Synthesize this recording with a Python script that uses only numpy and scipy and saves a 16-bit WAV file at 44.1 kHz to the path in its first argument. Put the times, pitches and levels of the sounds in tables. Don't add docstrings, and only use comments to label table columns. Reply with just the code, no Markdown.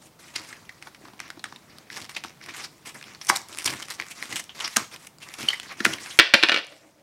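import sys
import numpy as np
from scipy import signal
from scipy.io import wavfile
from scipy.ndimage import uniform_filter1d

SR = 44100
rng = np.random.default_rng(int(sys.argv[2]) if len(sys.argv) > 2 else 0)


def put_to_file(sound):
    columns = np.atleast_2d(sound).T
    safe = np.clip(columns, -1, 1)
    whole_steps = np.round(safe * 32767)
    wavfile.write(sys.argv[1], SR, whole_steps.astype(np.int16))


N = 309582
TIME = np.arange(N) / SR


# t/s, level/dB, card resonance f/Hz, treble level/dB, nominal swell t/s, nominal fall t/s
RIPS = [(0.3624, -28, 5050, -8.5, 0.0022, 0.0041), (0.3644, -34.5, 2300, -20, 0.0032, 0.0066),
        (1.9688, -36, 2170, -11, 0.0015, 0.0099), (2.167, -28.5, 2330, -15, 0.0013, 0.0081),
        (2.648, -34, 5000, -9.5, 0.0054, 0.0086), (3.2977, -20, 6030, -2.5, .0037, 0.0057),
        (3.3628, -27.5, 4450, -0.5, 0.0025, 0.0032), (3.6624, -24, 5240, .5, 0.0025, .004),
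        (3.6765, -24.5, 2840, -10, 0.00082, 0.0052), (4.1154, -38, 2320, -1.5, 0.0041, .012),
        (4.3587, -28.5, 2850, -2, 0.00016, 0.023), (4.401, -34.5, 2100, -0.5, 0.0037, 0.002),
        (4.6478, -25.5, 5260, -16.5, 0.0024, 0.019), (4.766, -23, 2050, -4.5, .0016, 0.004),
        (4.7693, -21, 6240, 2, 0.00063, .0013), (5.0722, -45, 2250, 1, 0.0017, 0.003),
        (5.2333, -39, 2730, -7.5, 0.0055, 0.014), (5.85, -21, 2700, -5, 0.00085, 0.0076),
        (5.9387, -28, 2930, -10, 0.0026, 0.001), (6.1085, -36, 3450, -9.5, 0.0012, 0.02)]
RIP_WIDTH_HZ, RIP_BASS_DB = 1200, -11
# t/s, level/dB, card resonance f/Hz, treble level/dB, nominal fall t/s
CREASES = [(0.5278, -39.5, 1800, -17.5, 0.01), (0.6927, -39, 1980, -18.5, 0.0052),
           (0.8253, -41.5, 2200, -11, 0.0038), (0.9468, -47.5, 2320, -14, 0.0045),
           (1.193, -46, 2600, -14, 0.0022), (1.202, -34.5, 1800, -8.5, 0.0016),
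           (1.3032, -36.5, 1700, -12, .003), (1.3943, -46, 4040, -13, 0.0056),
           (1.441, -31.5, 1830, -8.5, 0.0022), (1.561, -44.5, 3870, -12, .004),
           (1.7843, -47, 4930, -5.5, .002), (1.9016, -38.5, 1780, -26, 0.001),
           (2.2383, -36.5, 1960, -9, 0.0035), (2.4133, -46, 1830, -25, 0.0037),
           (2.462, -46, 2050, -5, 0.0014), (3.012, -45, 1920, -15, 0.0022),
           (3.0266, -42.5, 2190, -13, .002), (3.0406, -46, 2950, -12, 0.0023),
           (3.1486, -45.5, 4200, -13.5, 0.0026), (3.2141, -36.5, 5540, -16, .009),
           (3.2996, -18.5, 1880, -12, .002), (3.5862, -35, 2070, 2.5, 0.0015),
           (3.8252, -36, 3000, -7, 0.0034), (3.9995, -28, 1980, -20, 0.0037),
           (4.0224, -35.5, 1940, -31, .0013), (4.226, -31, 2000, -16, 0.001),
           (4.3255, -32.5, 2160, -19, 0.0046), (4.494, -39, 3050, -34, 0.015),
           (4.606, -30.5, 2900, -15, .005), (4.6775, -33.5, 2000, -5.5, .0025),
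           (4.962, -44.5, 1940, -6, 0.00074), (5.185, -54.5, 4970, -2, .0013),
           (5.288, -45.5, 2030, -5.5, 0.0011), (5.3395, -39, 2600, -5.5, .004),
           (5.599, -35, 3400, -7.5, 0.0018), (5.6314, -43, 2070, -6, .009),
           (5.9843, -39.5, 1857, -19, 0.0024), (6.0605, -39, 2030, -11, 0.0035),
           (6.647, -52, 5500, 1, .002), (6.668, -47, 6030, 1, .001)]
# treble level/dB, nominal width f/Hz
CREASE_WIDTHS = [(-18, 650), (-14.5, 1150)]
CREASE_BASS_DB = -12.5
PATCH_HZ, WIDTH_POWER, BASS_DB_PER_OCTAVE = 2000, 0.25, -4
CRACKLES_PER_S, CRACKLE_OVER_DB, CRACKLE_SPREAD_DB = 26, -4, 5.5
CRACKLE_LOW_HZ, CRACKLE_HIGH_HZ, CRACKLE_TREBLE_DB, CRACKLE_FALL_S = 1700, 3680, -4, 0.0016
CRACKLE_SLIDING_DB = -1.5
# t/s, level/dB
BRIDGES = [(3.249, -49.5), (3.2697, -43), (3.37, -37), (3.4170, -54), (3.4858, -52.5), (3.6447, -38.5),
           (3.903, -44), (4.4404, -53)]
BRIDGE_HZ, BRIDGE_WIDTH_HZ, BRIDGE_TREBLE_DB, BRIDGE_BASS_DB, BRIDGE_FALL_S = 5500, 1620, 4.5, -16, 0.0023
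# t/s, level/dB, pitch f/Hz, nominal width f/Hz, nominal fall t/s
SQUEAKS = [(5.488, -16, 3030, 264, 0.0028), (5.4886, -26, 4410, 347, 0.0014),
           (5.5039, -27.5, 2980, 624, 0.0035), (5.532, -27.5, 1950, 423, 0.0066),
           (5.5446, -34.5, 2000, 400, 0.0028)]
SQUEAK_TREBLE_DB, SQUEAK_BASS_DB, SQUEAK_SWELL_S = -18, -29.5, 0.00073
# t/s, level/dB, card resonance f/Hz, bass level/dB
BUMPS = [(0.873, -41, 1030, -9), (1.055, -46, 1040, -12), (1.084, -48.5, 1040, 2), (1.135, -50, 900, 7),
         (1.374, -52, 840, 17), (1.456, -41.5, 1270, -9), (1.525, -41.5, 1130, -3), (2.2481, -37, 930, 1),
         (5.8058, -27, 1650, 5.5), (5.8637, -23.5, 1480, 2.5)]
BUMP_WIDTH_HZ, BUMP_TREBLE_DB, BUMP_SWELL_S, BUMP_FALL_S = 650, -21, .0009, 0.0035
# f/Hz, level per hertz/dB
RIP_COLOUR = [(300, -37.5), (700, 0), (1200, 1), (2200, 4), (4000, 4), (6000, -3), (8000, -33.5)]
# f/Hz, level per hertz/dB
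THUD_COLOUR = [(60, -34), (130, -4.5), (220, 3), (330, 4.5), (480, -11.5), (1400, -43.5)]

# start t/s, length t/s, friction level/dB, treble level relative to it/dB,
# rumble level of the box/dB, hardest push as a share of the length (0-1)
STROKES = [(0.016, 0.063, -57.5, 2, -61, 0.8), (0.189, 0.3, -53.5, -3.5, -60, 0),
           (0.338, .11, -41.5, -9, -47.5, 0.33), (0.467, 0.087, -48, -5.5, -56.5, 0.26),
           (0.557, 0.22, -58.5, -11, -69, .1), (0.815, 0.073, -50.5, -7, -58, 1),
           (1.01, 0.11, -57, -9, -49, 0.33), (1.193, 0.13, -50.5, -25, -56, .3),
           (1.44, 0.055, -49, -21, -55, 0.4), (1.53, .06, -57.5, -16, -54, 0.3),
           (1.673, 0.13, -57, -22, -49.5, 0.8), (1.907, 0.14, -39, -9.5, -45, 0.5),
           (2.091, 0.033, -41.5, -4.5, -63, 0.23), (2.14, 0.047, -41, -23, -59, 0.8),
           (2.237, 0.071, -48.5, -12, -49.5, 0.05), (2.42, 0.087, -48.5, -12, -50.5, 0.1),
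           (2.484, 0.042, -40.5, -16, -47, 0.1), (2.537, 0.12, -39.5, -6, -50.5, 0.33),
           (2.713, 0.042, -61, -3, -56, .4), (2.852, 0.047, -40.5, -3, -51, 0.43),
           (2.943, 0.056, -48, -2, -46.5, 0.03), (3.046, 0.12, -48.5, -12, -52, 0.2),
           (3.205, .08, -51, 1, -73, .95), (3.299, 0.098, -37.5, -8, -44.5, 0.04),
           (3.49, 0.19, -41.5, -4, -49.5, 0.63), (3.655, 0.093, -34, -5.5, -34.5, 0),
           (3.754, 0.1, -41.5, -5.5, -51, 0.04), (3.879, 0.079, -40, -4, -55, 0.34),
           (3.981, 0.062, -41, -8, -46, 0.5), (4.05, 0.069, -49, 0, -68, 0.77),
           (4.151, 0.14, -42.5, -6, -51, 0.6), (4.291, 0.1, -36.5, -4.5, -42, 0.4),
           (4.548, 0.12, -37.5, -10, -58.5, 0.44), (4.688, 0.086, -45.5, -1.5, -65.5, 0.54),
           (4.769, 0.058, -35.5, -18, -36, 0.02), (4.912, 0.04, -42, -5, -46, 0.8),
           (4.991, 0.073, -52.5, -1, -72, 0.94), (5.202, 0.41, -49.5, -6, -62, 0.24),
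           (5.383, .085, -36, -7, -37, 0.38), (5.479, 0.08, -34.5, -14, -72, 0),
           (5.612, 0.13, -44.5, -10, -50.5, 0.8), (5.769, 0.09, -42, -9.5, -41.5, 0.9),
           (5.85, 0.12, -39, -4, -36.5, 0.45), (5.996, 0.23, -43.5, -4, -55, 0.04),
           (6.669, 0.16, -52.5, -4, -65, 0.36), (6.82, 0.098, -61, 2, -83, 0.56)]
GRIP_S, RELEASE_S, EASE_DB = 0.0048, 0.02, 8
HOLD_DB, HOLD_TREBLE_DB, HOLD_RUMBLE_DB = -63, -70, -61.5
# first t/s, second t/s
HOLD_DIPS = [(0.09, 0.2), (1.81, 1.8), (2.77, 2.65), (5.09, 5.21), (6.7, 6.3)]
HOLD_DIP_DB = -7
# start t/s, end t/s
TEARS = [(0.35, 0.45), (1.93, 2.37), (3.52, 4.14), (4.3, 4.42), (4.571, 4.62)]
# f/Hz, level per hertz/dB
RUB_COLOUR = [(150, -17.5), (400, -7), (700, -6), (1100, 2), (1500, 0), (2100, 3.5), (3000, -2.5),
              (4000, -3), (5500, -2), (7000, -9.5), (9500, -34)]
# f/Hz, level per hertz/dB
FIZZ_COLOUR = [(3500, -33), (5500, 0.5), (7000, 6), (8500, 7), (11000, 0), (13000, -7), (16000, -18.5)]
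# f/Hz, level per hertz/dB
RUMBLE_COLOUR = [(30, -13.5), (70, 0), (120, 2.5), (180, -1.5), (320, 4.5), (480, -7), (700, -5.5),
                 (1400, -35)]

# t/s, panel peak level/dB, panel f/Hz, hollow ring level/dB, box thump level/dB, thump f/Hz
POPS = [(3.2994, -1, 1080, -19.5, -25.5, 349), (4.7691, -7, 1412, -23.5, -23, 229),
        (5.853, 3.5, 1755, -31, -28.5, 301.5), (5.8645, -33, 763, -37, -24.5, 234)]

# t/s, strength level/dB
BOUNCES = [(6.1897, 1.5), (6.1971, 3), (6.3380, 1), (6.3423, 2), (6.4278, -10), (6.4350, -2),
           (6.487, -10.5), (6.4945, -8), (6.5185, -11), (6.524, -10), (6.5427, -13.5), (6.5450, -12.5),
           (6.5622, -13), (6.5744, -17.5), (6.5839, -22), (6.59, -22), (6.7233, -38.5)]
# f/Hz, level/dB, 60 dB decay before the cell's added damping t/s
DESK = [(327, -6, .06), (553, -14, .06), (689, -13, .06), (843, -12, .06), (1046, -13, .06),
        (1351, -4, .06), (1494, -3, .06), (1764, -1, .06), (1961, -2, .06), (2319, 0, .07), (2523, -4, .07),
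        (2653, -3, .07), (2859, -2, .07), (3108, -3, .07), (3226, -3, .07), (3327, -6, .06),
        (3578, -4, .06), (3807, -6, .06), (4049, -7, .06), (4226, -6, .06), (4834, -12, .05)]
# f/Hz, level per hertz/dB
KNOCK_COLOUR = [(40, -40), (130, -29.5), (250, -0.5), (500, -6), (650, -3), (900, -11), (1500, 2),
                (2400, 2.5), (3600, -1.5), (5000, -5.5), (6500, -22), (10000, -29), (16000, -54)]
# t/s, level/dB
ROLL = [(6.55, -64), (6.6, -33), (6.68, -61), (6.73, -38.5), (6.8, -59), (6.85, -46), (6.92, -58),
        (7.02, -49.5)]
# f/Hz, nominal width f/Hz, level/dB
ROLL_MODES = [(303, 24, 2), (594, 190, -7)]

# delay t/s, level/dB
ECHOES = [(.0088, -7), (0.0141, -19.5), (0.014, -19.5), (0.0197, -26), (.0315, -33.5), (0.042, -35.5)]
# f/Hz, 60 dB decay t/s
ROOM_T60 = [(200, 0.12), (550, 0.47), (1400, 0.3), (3500, 0.37), (6000, 0.35), (10000, 0.27), (16000, 0.46)]
# f/Hz, level per hertz/dB
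FLOOR = [(20, 11.5), (50, 8.5), (90, 4.5), (150, 6.5), (300, -4), (550, -4.5), (1000, -6), (2000, -17.5),
         (4000, -18.5), (8000, -21), (16000, -22)]
LOW_CUT_HZ, EDGE_HZ = 115, 15900


def ripping(level, size=4096):
    out = np.zeros(N)
    t = (np.arange(size) - size // 4) / SR
    broad, fizz, thud = click(RIP_COLOUR), click(FIZZ_COLOUR), click(THUD_COLOUR)
    for s, db, hz, width, bass_db, treble_db, swell, fall in breaks(level):
        rise = -(t / max(2.4 * swell, 1 / SR)) ** 2
        decay = -t / max(0.85 * fall, 1 / SR)
        shape = np.exp(np.where(t < 0, rise, decay))
        burst = unit(fibres(per_s=3300, spread_db=-2.5, hiss=1.0, size=size) * shape)
        burst[size // 4] += 0.61 * np.exp(-swell / 0.00054)

        card = through(burst, broad)
        ring = resonate(resonate(card, hz, 1.1 * width), hz, 1.1 * width)
        squeak = np.clip((480 - width) / 200, 0, 1)
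        tone = unit(shape * np.sin(2 * np.pi * hz * t))
        ring = np.sqrt(1 - squeak) * unit(ring) + np.sqrt(squeak) * tone
        spill = np.clip((width - 220) / 650, .08, 1.2)

        sound = unit(unit(ring) + spill * unit(card))
        sound += amp(treble_db - 1.0) * unit(through(burst, fizz))
        sound += amp(bass_db - 9.0) * unit(through(burst, thud))
        add(out, s + t[0], amp(db + 0.55) * np.sqrt(SR / 10 ** 2) * sound)
    return out


def breaks(level):
    for s, db, hz, treble_db, swell, fall in RIPS:
        yield s, db, hz, *patch(hz, RIP_WIDTH_HZ, RIP_BASS_DB), treble_db, swell, fall
    for s, db, hz, width, fall in SQUEAKS:
        yield s, db, hz, width, SQUEAK_BASS_DB, SQUEAK_TREBLE_DB, SQUEAK_SWELL_S, fall
    for s, db in BRIDGES:
        yield s, db, BRIDGE_HZ, BRIDGE_WIDTH_HZ, BRIDGE_BASS_DB, BRIDGE_TREBLE_DB, 0, BRIDGE_FALL_S
    for s, db, hz, bass_db in BUMPS:
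        yield s, db, hz, BUMP_WIDTH_HZ, bass_db, BUMP_TREBLE_DB, BUMP_SWELL_S, BUMP_FALL_S
    for s, db, hz, treble_db, fall in CREASES + crackles(level):
        width = np.interp(treble_db, *np.transpose(CREASE_WIDTHS))
        yield s, db, hz, *patch(hz, width, CREASE_BASS_DB), treble_db, 0, fall


def patch(hz, width_hz, bass_db):
    width = width_hz * (hz / PATCH_HZ) ** WIDTH_POWER
    bass = bass_db + BASS_DB_PER_OCTAVE * np.log2(hz / PATCH_HZ)
    return width, bass


def crackles(level, count=400):
    wait, size, place = rng.random((count, 3)).T
    times = np.cumsum(-np.log(1 - wait)) / CRACKLES_PER_S
    strain_db = 20 * np.log10(level) + CRACKLE_SLIDING_DB * (1 - during(TEARS))
    db = np.interp(times, TIME, strain_db) + CRACKLE_OVER_DB + CRACKLE_SPREAD_DB * (2 * size - 1)
    hz = CRACKLE_LOW_HZ * (CRACKLE_HIGH_HZ / CRACKLE_LOW_HZ) ** place
    return [(s, d, f, CRACKLE_TREBLE_DB, CRACKLE_FALL_S) for s, d, f in zip(times, db, hz) if s < TIME[-1]]


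def rubbing(level, treble, shake):
    share = .12 + .65 * during(TEARS)
    catches = fibres(per_s=520, spread_db=3.7, hiss=0, size=N) * amp(2.5 * drift(per_s=90) - .7)
    slide = rng.standard_normal(N) * amp(.9 * drift(per_s=150))
    grain = np.sqrt(1 - share) * slide + np.sqrt(share) * catches

    hz, t, z = signal.stft(grain, SR, nperseg=256)
    patches = uniform_filter1d(rng.standard_normal(z.shape), size=10, axis=0)
    patches = evened(uniform_filter1d(patches, size=8, axis=1))
    grain = signal.istft(z * amp(2.93 * patches), SR, nperseg=256)[1][:N]

    body = level * amp(2.0) * evened(through(grain, click(RUB_COLOUR)))
    fizz = treble * amp(0.7) * evened(through(grain, click(FIZZ_COLOUR)))
    shaking = fibres(per_s=150, spread_db=-1.5, hiss=0.54, size=N)
    rumble = shake * amp(-1.86) * evened(through(shaking, click(RUMBLE_COLOUR)))
    return body + fizz + rumble


def friction():
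    holding = amp(HOLD_DIP_DB * during(HOLD_DIPS))
    power = (amp([[HOLD_DB], [HOLD_TREBLE_DB], [HOLD_RUMBLE_DB]]) * holding) ** 2
    t = np.arange(SR // 2) / SR - GRIP_S / 2
    for start, length, db, treble_db, rumble_db, push in STROKES:
        hardest = np.clip(push, .02, .98) * length
        effort = amp(np.interp(t, [0, hardest, length], [-EASE_DB, 0, -EASE_DB]))
        grip = np.clip(t / GRIP_S + .5, 0, 1)
        release = np.exp(-np.maximum(t - length, 0) / RELEASE_S)
        shape = effort * grip * release
        for layer, layer_db in zip(power, (db, db + treble_db, rumble_db)):
            add(layer, start + t[0], (amp(layer_db) * shape) ** 2)
    return np.sqrt(power)


def popping(size=8000):
    out, t = np.zeros(N), np.arange(size) / SR
    kick = signal.unit_impulse(size)
    for s, db, hz, ring_db, thump_db, thump_hz in POPS:
        panel = resonate(resonate(kick, hz, 0.28 * hz), hz, 7.1 * hz)
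        thump = resonate(resonate(kick, thump_hz, 77), thump_hz, 200)
        sag = 0.83 + .25 * np.exp(-t / 0.015)
        slow = signal.butter(2, 190, fs=SR, output="sos")
        flutter = evened(signal.sosfilt(slow, rng.standard_normal(size)))
        hollow = flutter * np.sin(2 * np.pi * np.cumsum(hz * sag) / SR) * amp(ring_db + 1.5 - 60 * t / 0.15)
        panel = amp(db) * panel / abs(panel).max()
        thump = amp(thump_db) * thump / abs(thump).max()
        add(out, s, panel + thump + hollow)
    return out


def clatter(size=8192):
    out, t = np.zeros(N), np.arange(size) / SR
    hz, mode_db, t60 = np.transpose(DESK)[:, :, None]
    knock = click(KNOCK_COLOUR)
    for s, db in BOUNCES:
        spot = (1 + .3 * rng.standard_normal(hz.shape)) * rng.choice([-1, 1], hz.shape)
        fading = amp(mode_db - 60 * t / t60 - 150 * t)
        modes = unit((spot * fading * np.sin(2 * np.pi * hz * t)).sum(0))
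        scatter = unit(rng.standard_normal(size) * amp(-60 * t / 0.018))
        scatter[0] += .6
        add(scatter, .0021, np.array([.4]))
        add(out, s, amp(db + 24.5) * (0.61 * modes + 1.01 * unit(through(scatter, knock))))
    return out


def rolling():
    contact = rng.standard_normal(N)
    hum = np.zeros(N)
    for hz, width, db in ROLL_MODES:
        hum += amp(db) * resonate(resonate(contact, hz, 1.3 * width), hz, 1.0 * width)
    level_db = np.interp(TIME, *np.transpose(ROLL), left=-120) - 2
    return evened(hum) * amp(level_db)


def room(x, echo_db, tail_db, size=24000, count=4):
    early = np.zeros(size)
    softened = signal.lfilter([.6], [1, -.4], signal.unit_impulse(32))
    for delay, db in ECHOES:
        add(early, delay, amp(db + echo_db) * softened)
    out = x + through(x, early)
    place = np.floor(TIME / .047) % count
    bass_cut = signal.butter(1, 380, "high", fs=SR, output="sos")
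    for k in range(count):
        hz, t, z = signal.stft(rng.standard_normal(size), SR, nperseg=256)
        fading = amp(-60 * t / read(ROOM_T60, hz)[:, None])
        tail = signal.istft(z * fading, SR, nperseg=256)[1]
        tail = signal.sosfilt(bass_cut, tail)
        onset = np.minimum(np.arange(len(tail)) / SR / .006, 1)
        tail = amp(tail_db) * unit(tail * onset)
        turn = np.sqrt(abs(uniform_filter1d(1. * (place == k), size=200)))
        out = out + through(x * turn, tail)
    return out


def room_noise():
    return amp(-54) * evened(through(rng.standard_normal(N), click(FLOOR)))


def fibres(per_s, spread_db, hiss, size):
    chance, height, noise = rng.random(size), rng.exponential(1, size), rng.standard_normal(size)
    catches = (chance < per_s / SR) * np.sign(noise) * amp(spread_db * np.minimum(height, 4))
    return evened(evened(catches) + hiss * noise)


def drift(per_s):
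    knots = rng.standard_normal(N // 32)
    return np.interp(TIME * per_s, np.arange(len(knots)), knots)


def during(spans):
    inside = sum(1. * ((TIME > start) & (TIME < end)) for start, end in spans)
    return uniform_filter1d(inside, size=900)


def click(points, size=2048):
    log_gain = np.log(amp(read(points, abs(np.fft.fftfreq(size, 1 / SR)))))
    spectrum = np.exp(np.conj(signal.hilbert(log_gain)))
    return unit(np.fft.ifft(spectrum).real[:size // 2])


def resonate(x, hz, width):
    return signal.lfilter(*signal.iirpeak(hz, hz / width, fs=SR), x)


def through(x, response):
    return signal.oaconvolve(x, response)[:len(x)]


def read(points, hz):
    f, value = np.transpose(points)
    return np.interp(np.log(hz + 1), np.log(f + 1), value)


def add(mix, s, sound):
    part = mix[max(round(s * SR), 0):][:len(sound)]
    part += sound[:len(part)]


def amp(db):
    return 10 ** (np.asarray(db) / 20)


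def evened(x):
    return x / np.sqrt(np.mean(x ** 2) + 1e-20)


def unit(x):
    return x / np.sqrt(np.sum(x ** 2) + 1e-20)


def scene():
    level, treble, shake = friction()
    card = ripping(level) + rubbing(level, treble, shake) + popping()
    card = room(card, echo_db=-9.5, tail_db=-13.5)
    cell = room(clatter() + rolling(), echo_db=-3, tail_db=-8.5)
    return (card + cell + room_noise())[None]


def record(dry):
    low_cut = signal.butter(2, LOW_CUT_HZ, "high", fs=SR, output="sos")
    thinned = signal.sosfilt(low_cut, dry)
    keep = np.exp(-1 / (0.03 * SR))
    power_db = 10 * np.log10(signal.lfilter([1 - keep], [1, -keep], thinned[0] ** 2) + 1e-12)
    recovery_db = 4.5 * TIME
    held_db = np.maximum.accumulate(power_db + recovery_db) - recovery_db
    over_db = np.maximum(held_db + 15.5, 0)
    clipped = np.clip(thinned * amp(-.55 * over_db), -1, 1)
    band_limit = signal.firwin(511, EDGE_HZ, window=("kaiser", 9), fs=SR)
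    return signal.oaconvolve(clipped, band_limit[None], "same")


dry = scene()
out = record(dry)
put_to_file(out)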